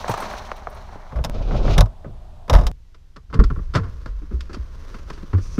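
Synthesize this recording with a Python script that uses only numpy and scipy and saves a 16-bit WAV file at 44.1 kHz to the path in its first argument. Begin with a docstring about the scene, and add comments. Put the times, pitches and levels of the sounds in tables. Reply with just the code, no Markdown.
"""Loading a car and climbing in

A nylon bag with jingling zip pulls is swung into the boot; the lid judders down, clacks and slams.
Then, heard from inside the cabin, the driver's door is unlatched and swung open and the driver climbs
in, with soft thumps, clicks of trim and cloth sliding on the seat. Friction makes the rustles; impacts
make noise bursts and excite the damped modes of pulls, panels and shell; the body rocks on its springs."""
import sys
import numpy as np
from scipy import signal
from scipy.io import wavfile
from scipy.ndimage import uniform_filter1d

SR = 44100
rng = np.random.default_rng(int(sys.argv[2]) if len(sys.argv) > 2 else 0)


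def to_wav(s):
    """Save 16-bit WAV."""
    ch = np.atleast_2d(s).T  # columns
    pcm = np.round(np.clip(ch, -1, 1) * 32767)  # PCM
    wavfile.write(sys.argv[1], SR, pcm.astype(np.int16))


N = 246519
TIME = np.arange(N) / SR
PULL_FROM_S, PULL_TO_S = 1.3, 1.77  # the lid gathers speed
CABIN_FROM_S, AJAR_FROM_S = 2.716, 3.3

# Spectra of the background and of the body's vibration: f/Hz, relative spectral level/dB
STREET_SPECTRUM = [(59, -45.5), (100, 3.5), (134, -7), (159, -8.5), (438, -12.5), (530, -17), (601, -2),
                   (774, -6.5), (977, -12.5), (2090, -28), (3390, -26), (15500, -46)]
CABIN_SPECTRUM = [(59, -1), (100, -11), (188, -48), (223, -8.5), (654, -19), (6000, -26), (8230, -35),
                  (14200, -39), (15500, -59)]
ROCKING_SPECTRUM = [(8.8, -39), (15, 3), (27, 2), (48, -7), (61, -2), (102, -18), (172, -24), (200, -40),
                    (260, -58.5), (440, -120)]
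SHAKE_SPECTRUM = [(8.8, -30), (15, -5.5), (27, 2), (43, 1.5), (75, -11.5), (97, -8.5), (166, -27),
                  (203, -34), (220, -31), (290, -50), (480, -120)]
# Spectra of sliding friction: f/Hz, relative spectral level/dB
CLOTH_SPECTRUM = [(88, -45), (150, -2.5), (320, -7), (453, -7.5), (561, -9.5), (643, -13.5), (766, -20.5),
                  (1060, -8.5), (1510, -14.5), (2410, -23), (5990, -25), (7560, -36), (15500, -44)]
SEAT_SPECTRUM = [(1470, -38), (2500, -3.5), (2930, -13), (3830, -9), (6010, 2.5), (7450, -14.5),
                 (9730, -16), (11200, -25), (15500, -28)]
NYLON_RUSTLE_SPECTRUM = [(120, -33), (200, -4), (314, -20), (385, -8.5), (477, -13.5), (603, -3),
                         (945, -4.5), (1160, -7.5), (2300, -20), (2990, -48), (5060, -120)]
NYLON_HISS_SPECTRUM = [(1350, -34), (2300, -4), (3540, -4.5), (4190, -2), (4830, -9.5), (5950, -5),
                       (7560, -19.5), (15500, -27.5)]
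JUDDER_SPECTRUM = [(71, -22), (120, -3), (166, -10), (204, -7), (279, -14), (598, -11.5), (771, -17),
                   (1120, -26), (1280, -22), (1440, -28), (1900, -40), (2470, -64), (4180, -120)]
STRUT_SPECTRUM = [(1120, -23.5), (1900, -6), (2410, 1), (2800, -2), (3800, -1), (6380, -10.5),
                  (7950, -26.5), (14200, -33.5), (15500, -35)]
# Spectra of impacts: f/Hz, relative spectral level/dB
SCUFF_SPECTRUM = [(88, -28.5), (150, 0), (324, 5), (687, -23.5), (1310, -14.5), (2260, -30), (2530, -29),
                  (2870, -29.5), (3710, -37), (4460, -29), (12000, -58), (15600, -77), (22000, -120)]
BUMP_SPECTRUM = [(59, -30), (100, -1.5), (355, -15.5), (614, -4.5), (977, 3.5), (1550, -13), (2470, -22),
                 (2690, -27), (8410, -36.5), (9540, -49), (10800, -57), (15500, -44)]
BUCKLE_SPECTRUM = [(120, -7), (200, -28), (609, 2), (1290, 0), (2440, -15), (2700, -18), (3000, -25),
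                   (4840, -38), (8090, -45), (12000, -60), (15600, -88), (22000, -120)]
DOOR_SPECTRUM = [(59, -24.5), (100, 6.5), (173, -1), (347, -14.5), (438, -9.5), (564, -22.5), (682, -21),
                 (791, -31), (1060, -15.5), (1430, -19.5), (2420, -37), (3250, -38.5), (3930, -42),
                 (4560, -37), (15500, -77)]
LID_SPECTRUM = [(59, -26), (100, -0.5), (173, -8.5), (347, -20.5), (614, -9.5), (808, -19.5), (1110, -15),
                (1840, -30.5), (2040, -33), (3850, -31.5), (4370, -39.5), (5170, -29.5), (7890, -46.5),
                (10800, -47), (15500, -52.5)]

# Jolts that set the body rocking on its springs: t/s, level/dB, T60/s
BODY_JOLTS = [(1.19, -26.5, .7), (2.13, -37, 0.54), (2.56, -13, 0.38), (3.48, -23.5, 1.83), (5.42, -31, 2)]
# Two dry clicks where the sound cuts abruptly: t/s, peak level/dB
CUT_CLICKS = [(1.2979, -18), (2.7153, -25.5)]
# Booms of the shell, its panels and the enclosed air: t/s, peak level/dB, f/Hz, rise time/s, T60/s
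SHELL_BOOMS = [(1.152, -15.5, 57, 0.0062, 0.31), (1.774, -3.5, 41.7, 0.027, 0.16),
               (1.777, -8.5, 146.6, 0.0037, 0.099), (1.802, -7, 77.3, .0035, .076),
               (1.826, -8, 106, 0.0029, 0.093), (2.504, -12.5, 77.8, .0074, 0.39),
               (2.527, -2.5, 40.9, .022, .17), (2.535, -28, 720, .003, 0.47),
               (2.658, -10, 39.3, .0045, 0.11), (3.39, 2, 46.2, 0.002, .13),
               (3.391, -10, 160.5, 0.00085, 0.081), (3.444, -6.5, 38, .011, 0.12),
               (3.755, -16.5, 92.9, .0045, 0.39), (4.08, -22.5, 46.3, 0.014, 0.79),
               (4.335, -14, 61.7, 0.0055, 0.25), (4.587, -17.5, 59, 0.0072, 0.18),
               (5.331, -8, 91.8, 0.044, .12), (5.581, -10, 222, 0.0064, 0.09)]
# Zip pulls striking each other: t/s, level/dB
ZIP_TOUCHES = [(.095, -38.5), (.175, -45), (.204, -39.5), (.328, -53), (.565, -57), (.70, -56),
               (.747, -55.5)]
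# Rubbing strokes: start t/s, peak t/s, peak level/dB, swell/dB, release T60/s
CLOTH_STROKES = [(3.325, 3.97, -52, 6, 3.5), (4.27, 4.93, -48, 16.5, 1.9), (5.095, 5.52, -50.5, 5.5, 3)]  # clothes brushing the door, then climbing in
BAG_STROKES = [(0, 0.218, -32.5, 4.5, 1.99), (0.736, 0.909, -48.5, 5, 2.5)]  # bag along the boot lining
# Impacts: t/s, knock level/dB, hardness/dB, T60/s
DRIVER_SCUFFS = [(4.215, -39.5, -5, 0.11), (4.307, -35.5, -16.5, 0.22), (4.493, -30, 7, 0.16),
                 (4.529, -28, 16.5, 0.089), (4.564, -33.5, -13, 0.056), (4.984, -39, 15, .058),
                 (5.128, -37.5, 21.5, 0.17), (5.174, -35, 10, 0.058), (5.227, -34, -12.5, 0.047),
                 (5.33, -20.5, -3, 0.053), (5.344, -23, -4, .05), (5.379, -28, -3, 0.061),
                 (5.579, -19.5, -16, 0.05)]  # shoes and limbs on sill, floor and seat
BAG_BUMPS = [(.078, -12.5, 8, 0.076), (.093, -10.5, -8.5, 0.036), (.112, -15, 9.5, 0.044),
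             (.137, -11.5, 3.5, .031), (.174, -16.5, 5, .034), (.22, -15.5, 2, 0.063),
             (.954, -37.5, -14.5, 0.033)]  # bag and its load
BUCKLE_TAPS = [(.044, -26, -2, 0.024), (.337, -30.5, 2, .022), (.5165, -25, 10, 0.026),
               (.671, -24.5, -24, 0.017)]  # buckles on the boot trim
DOOR_IMPACTS = [(2.945, -42.5, 8.5, 0.046), (3.162, -31, 5.5, 0.054), (3.301, -38, -1, .09),
                (3.329, -21.5, -5.5, 0.19), (3.339, -21, 6, 0.066), (3.367, -35, -14, .07),
                (3.392, -10.5, -6, 0.079), (3.438, -22, 8.5, 0.041), (3.503, -20.5, -14, 0.048),
                (3.561, -29.5, -23, 0.053), (3.589, -31, -21, 0.045), (3.738, -22, 7.5, 0.092),
                (3.751, -7, 3, .12), (3.771, -19, -1, 0.077), (3.834, -28.5, -2, 0.25),
                (4.06, -24, -0.5, 0.013), (4.406, -46.5, 30, .041), (4.544, -29, 10, 0.052),
                (4.943, -28, 2.5, 0.06), (5.101, -24, 5, 0.037)]  # handle, latch, stay and trim; at 4.94 s a brush of clothing
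LID_IMPACTS = [(1.121, -27.5, -7, 0.16), (1.158, -23.5, -3.5, 0.22), (1.188, -23.5, -15, .04),
               (1.24, -26.5, 18, 0.038), (1.246, -17, 13.5, 0.068), (1.509, -22.5, -19, 0.065),
               (1.68, -16, -16, 0.033), (1.78, -8.5, 13, 0.078), (1.808, -6.5, 10.5, .04),
               (1.858, -31.5, 5, .067), (2.045, -28, -21, 0.11), (2.48, -27.5, 0, 0.084),
               (2.497, -7, 7, 0.083), (2.53, -15.5, 7, 0.073), (2.535, -8, 4, .11), (2.551, -8, 2, 0.031),
               (2.667, -22.5, 19, .077)]  # boot lid and latch
# Latch rebounds after the slam, one per swing of the panel: t/s, knock level/dB, hardness/dB, T60/s
LATCH_RATTLE = [(2.561 + k * .025, -15 - k * 4, 3.5, 0.18) for k in range(4)]
# Normal modes: f/Hz, relative level/dB, T60/s
ZIP_PULL_MODES = [(8300, -4, .05), (8590, -6, .05), (10690, -3, .085), (10950, -7, .05), (13630, -4, .075)]
DOOR_CABIN_MODES = [(162, 3.5, 0.054), (293, -1, 0.12), (363.6, -7.5, 0.19), (449.4, -9.5, 0.24),
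                    (1146, -7.5, 0.089), (1310, -26, 0.033), (1355, 4, 0.026), (1740, -18.5, 0.013),
                    (3060, -23, 0.017), (3704, -3, .05), (4430, -21, 0.027), (5210, -3.5, 0.078)]
LID_LATCH_MODES = [(147.2, 2.5, 0.21), (244, -6.5, 0.22), (630, -17, 0.16), (738, -13, 0.14),
                   (861, -9, 0.11), (975, -10.5, 0.12), (1077, -9.5, 0.081), (1252, -13, 0.096),
                   (1508, -14.5, 0.063), (1712, -13.5, 0.045), (2050, -14.5, 0.046), (3550, -8.5, .04),
                   (3710, 0, 0.034), (4040, -4, .04), (5480, -11.5, 0.0297)]
# Thud, knock and tick bands of an impact: lower f/Hz, upper f/Hz
BANDS = [(100, 450), (450, 2500), (2500, 16000)]


def gain_of(db):
    """Amplitude ratio: a factor of ten per 20 dB."""
    return 10 ** (np.asarray(db) / 20)


def unit_rms(x):
    """Normalisation to unit mean power."""
    return x / np.sqrt(np.mean(x ** 2) + 1e-20)


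def decay(t, t60):
    """Exponential free decay, 60 dB in t60 seconds."""
    return np.exp(-np.log(1000) * t / max(t60, 1e-3))


def add(mix, start, sound):
    """Linear superposition of a sound from its start time."""
    part = mix[max(round(start * SR), 0):][:len(sound)]
    part += sound[:len(part)]


def impulse_response(spectrum, size=8192):
    """Minimum-phase filter: the phase follows from the log magnitude by the Hilbert transform."""
    hz = abs(np.fft.fftfreq(size, 1 / SR))
    knot_hz, knot_db = np.transpose(spectrum)
    db = np.interp(np.log(hz + 1), np.log(knot_hz), knot_db)
    log_gain = np.log(gain_of(np.maximum(db, -100)))
    return np.fft.ifft(np.exp(np.conj(signal.hilbert(log_gain)))).real[:size // 2]


def coloured(drive, spectrum):
    """Source-filter model: convolution imposes a spectrum on the drive, at unit rms."""
    return unit_rms(signal.oaconvolve(drive, impulse_response(spectrum))[:N])


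def rumble(spectrum):
    """Gain control: dividing noise by its running rms evens out its strength."""
    noise = coloured(rng.standard_normal(N), spectrum)
    return noise / np.sqrt(uniform_filter1d(noise ** 2, size=2500) + 1e-3)


def stroke(start, top, db, swell_db, t60):
    """Envelope of a movement: quick onset, growth linear in decibels, then free decay."""
    to_come = np.clip((top - TIME) / max(top - start, 1e-3), 0, 1)
    onset = decay(np.maximum(start - TIME, 0), .09)
    return gain_of(db - swell_db * to_come) * onset * decay(np.maximum(TIME - top, 0), t60)


def friction(spectrum, slips_per_s, spread_db, grain, wander_db):
    """Stick-slip friction: random slips over a smooth hiss, modulated by wandering contact pressure."""
    slips = (rng.random(N) < slips_per_s / SR) * rng.choice([-1, 1], N)
    slips = slips * gain_of(spread_db * np.minimum(rng.exponential(1, N), 3))
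    pressure = unit_rms(uniform_filter1d(uniform_filter1d(rng.standard_normal(N), size=1000), size=500))
    drive = rng.standard_normal(N) + grain * unit_rms(slips)
    return coloured(drive * gain_of(wander_db * pressure), spectrum)


def split_bands(impacts, thud_loss, thud_growth):
    """Harder contact shifts energy from low thud to high tick; the thud's share also varies with force."""
    middling_db = -22
    blows = []
    for start, knock, hardness, t60 in impacts:
        thud = knock - 6.5 - thud_loss * hardness + thud_growth * (knock - middling_db)
        tick = knock - 20 + hardness
        blows.append((start, (thud, knock, tick), t60))
    return blows


def strikes(blows, spectrum, crack, rise_s, band_db, t60_ratios, tail_db, tail_t60):
    """Impact noise: an impulse (crack) and a dying chatter excite the thud, knock and tick bands."""
    out, t = np.zeros(N), np.arange(SR // 3) / SR
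    body = impulse_response(spectrum)
    responses = [signal.sosfilt(signal.butter(3, band, "band", fs=SR, output="sos"), body)
                 for band in BANDS]
    contact = 1 - np.exp(-t / max(rise_s, 1e-4))  # soft contacts build up slowly
    tail = gain_of(tail_db) * decay(t, tail_t60)
    for start, levels, t60 in blows:
        for response, db, offset_db, ratio in zip(responses, levels, band_db, t60_ratios):
            drive = rng.standard_normal(len(t)) * contact * (decay(t, t60 * ratio) + tail)
            drive[0] += crack
            sound = signal.fftconvolve(drive, response)[:len(t)]
            add(out, start, gain_of(db + offset_db) * sound / np.std(sound[:SR // 50]))
    return out


def ringing(blows, modes, scatter_db):
    """Modal superposition: a blow excites each damped mode at about the level of that mode's band."""
    out, t = np.zeros(N), np.arange(SR // 3) / SR
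    for hz, mode_db, t60 in modes:
        ring = decay(t, t60) * np.sin(2 * np.pi * hz * t)
        band = sum(hz >= lower for lower, _ in BANDS[1:])
        for start, levels, _ in blows:
            db = levels[band] + mode_db + scatter_db * rng.standard_normal()
            add(out, start, gain_of(db) * rng.choice([-1, 1]) * ring)
    return out


def ambience(spectrum, db):
    """Stationary background: filtered Gaussian noise."""
    return gain_of(db) * coloured(rng.standard_normal(N), spectrum)


def body_rumble():
    """Forced vibration: the sprung body rocks after each jolt, and the moving lid shakes it harder."""
    open_boot_db, shut_cabin_db, door_ajar_db = -40.5, -47, -36.5
    steady_db = np.select([TIME < CABIN_FROM_S, TIME < AJAR_FROM_S],
                          [open_boot_db, shut_cabin_db], door_ajar_db)
    steady = uniform_filter1d(gain_of(steady_db), size=2000)
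    jolts = sum(stroke(start, start, db, 0, t60) for start, db, t60 in BODY_JOLTS)
    rocking = np.hypot(steady, jolts) * gain_of(3) * rumble(ROCKING_SPECTRUM)  # powers add
    shake = stroke(PULL_FROM_S, PULL_TO_S, db=-13, swell_db=11, t60=0.069) * rumble(SHAKE_SPECTRUM)
    return rocking + shake


def cut_clicks():
    """Broadband transients: two dry clicks, each a jump that decays, where the sound cuts abruptly."""
    out, t = np.zeros(N), np.arange(SR // 20) / SR
    for start, db in CUT_CLICKS:
        add(out, start, gain_of(db) * decay(t, 0.011))
    return out


def shell_booms(rows):
    """Resonance: a push on the shell swells into a hollow ring, which damping removes."""
    out, t = np.zeros(N), np.arange(SR // 2) / SR
    for start, db, hz, rise, t60 in rows:
        swell = (1 - np.exp(-t / max(rise, 1e-3))) ** 2 * decay(t, t60)
        add(out, start, gain_of(db) * swell / swell.max() * np.sin(2 * np.pi * hz * t))
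    return out


def driver():
    """Soft impact and friction: shoes scuff, and clothes rustle and slide over the seat."""
    blows = split_bands(DRIVER_SCUFFS, thud_loss=.45, thud_growth=-0.22)
    scuffs = strikes(blows, SCUFF_SPECTRUM, crack=0, rise_s=0.0025, band_db=(-3.5, -13, -15),
                     t60_ratios=(1, 1, 1), tail_db=-22, tail_t60=0.21)
    rustle = friction(CLOTH_SPECTRUM, slips_per_s=160, spread_db=2.5, grain=.55, wander_db=1.5)
    rustle *= sum(stroke(*row) for row in CLOTH_STROKES)
    slide = friction(SEAT_SPECTRUM, slips_per_s=2300, spread_db=5, grain=0.38, wander_db=2)
    slide *= stroke(start=5.41, top=5.47, db=-50, swell_db=10, t60=0.97)
    return scuffs + rustle + slide


def zip_pulls():
    """Free vibration of small metal pulls: each touch and its weaker rebound excite the modes unevenly."""
    out, t = np.zeros(N), np.arange(SR // 5) / SR
    rebounds = [(start + 0.018, db - 12.5) for start, db in ZIP_TOUCHES]
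    for start, db in ZIP_TOUCHES + rebounds:
        for hz, mode_db, t60 in ZIP_PULL_MODES:
            share, detune = rng.standard_normal(2)
            ring = decay(t, t60) * np.sin(2 * np.pi * hz * (1 + .009 * detune) * t)
            add(out, start, gain_of(db + mode_db + 2 * share) * ring)
    return out


def bag():
    """Friction and impact: nylon rubs on the boot lining while the load bumps and buckles tap."""
    rub = sum(stroke(*row) for row in BAG_STROKES)
    rustle = friction(NYLON_RUSTLE_SPECTRUM, slips_per_s=500, spread_db=3.5, grain=1.1, wander_db=1.5)
    rustle *= rub * gain_of(1)
    hiss = friction(NYLON_HISS_SPECTRUM, slips_per_s=3000, spread_db=5, grain=0.85, wander_db=2.35)
    hiss *= rub ** 1.314 * gain_of(2)  # harder rubbing sounds brighter
    soft_blows = split_bands(BAG_BUMPS, thud_loss=1, thud_growth=-0.12)
    bumps = strikes(soft_blows, BUMP_SPECTRUM, crack=0, rise_s=0.0032, band_db=(-12, -15, -11),
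                    t60_ratios=(1.14, 1, 0.98), tail_db=-45, tail_t60=.1)
    hard_blows = split_bands(BUCKLE_TAPS, thud_loss=0.23, thud_growth=.3)
    buckles = strikes(hard_blows, BUCKLE_SPECTRUM, crack=11.6, rise_s=0.0001, band_db=(-8.5, -4, -4.5),
                      t60_ratios=(2.9, 1, 0.86), tail_db=-49, tail_t60=.08)
    return rustle + hiss + bumps + buckles


def door():
    """Damped impact: handle, latch and stay clack and excite the modes of door and padded cabin."""
    blows = split_bands(DOOR_IMPACTS, thud_loss=0.39, thud_growth=.15)
    clacks = strikes(blows, DOOR_SPECTRUM, crack=0.67, rise_s=0.003, band_db=(-6, -15, -6),
                     t60_ratios=(1.4, 1, 0.63), tail_db=-27.5, tail_t60=0.21)
    return clacks + gain_of(-9.5) * ringing(blows, DOOR_CABIN_MODES, scatter_db=0.5)


def boot_lid():
    """Friction, then impact: the lid judders down on hissing struts; latch and panel clatter and ring."""
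    judder = friction(JUDDER_SPECTRUM, slips_per_s=220, spread_db=2, grain=0.68, wander_db=3)
    judder *= stroke(PULL_FROM_S, PULL_TO_S, db=-21.5, swell_db=14, t60=0.24)
    hiss = friction(STRUT_SPECTRUM, slips_per_s=2600, spread_db=1, grain=0.73, wander_db=3.2)
    hiss *= stroke(PULL_FROM_S, PULL_TO_S, db=-36.5, swell_db=20, t60=.13)
    blows = split_bands(LID_IMPACTS + LATCH_RATTLE, thud_loss=0.27, thud_growth=-0.144)
    clatter = strikes(blows, LID_SPECTRUM, crack=1.4, rise_s=0.00023, band_db=(-8, -13, -10),
                      t60_ratios=(2.86, 1, 0.51), tail_db=-26, tail_t60=0.098)
    return judder + hiss + clatter + gain_of(-7.5) * ringing(blows, LID_LATCH_MODES, scatter_db=-0.5)


def scene():
    """Superposition at two listening points: first by the boot, then abruptly inside the cabin."""
    street = ambience(STREET_SPECTRUM, db=-52)
    hush = ambience(CABIN_SPECTRUM, db=-63.5)
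    boot_booms = shell_booms([row for row in SHELL_BOOMS if row[0] < CABIN_FROM_S])
    cabin_booms = shell_booms([row for row in SHELL_BOOMS if row[0] >= CABIN_FROM_S])
    boot = street + boot_booms + bag() + zip_pulls() + boot_lid()
    cabin = hush + cabin_booms + door() + driver()
    inside = uniform_filter1d((TIME >= CABIN_FROM_S) * 1., size=40)
    return ((1 - inside) * boot + inside * cabin + body_rumble() + cut_clicks())[None]


def record(dry):
    """Soft saturation rounds the heaviest booms at full scale; a low-pass filter limits the band."""
    rounded = dry / (1 + dry ** 6) ** (1 / 6)
    low_pass = signal.firwin(401, cutoff=15700, window=("kaiser", 8), fs=SR)
    return signal.oaconvolve(rounded, low_pass[None], "same")


dry = scene()
out = record(dry)
to_wav(out)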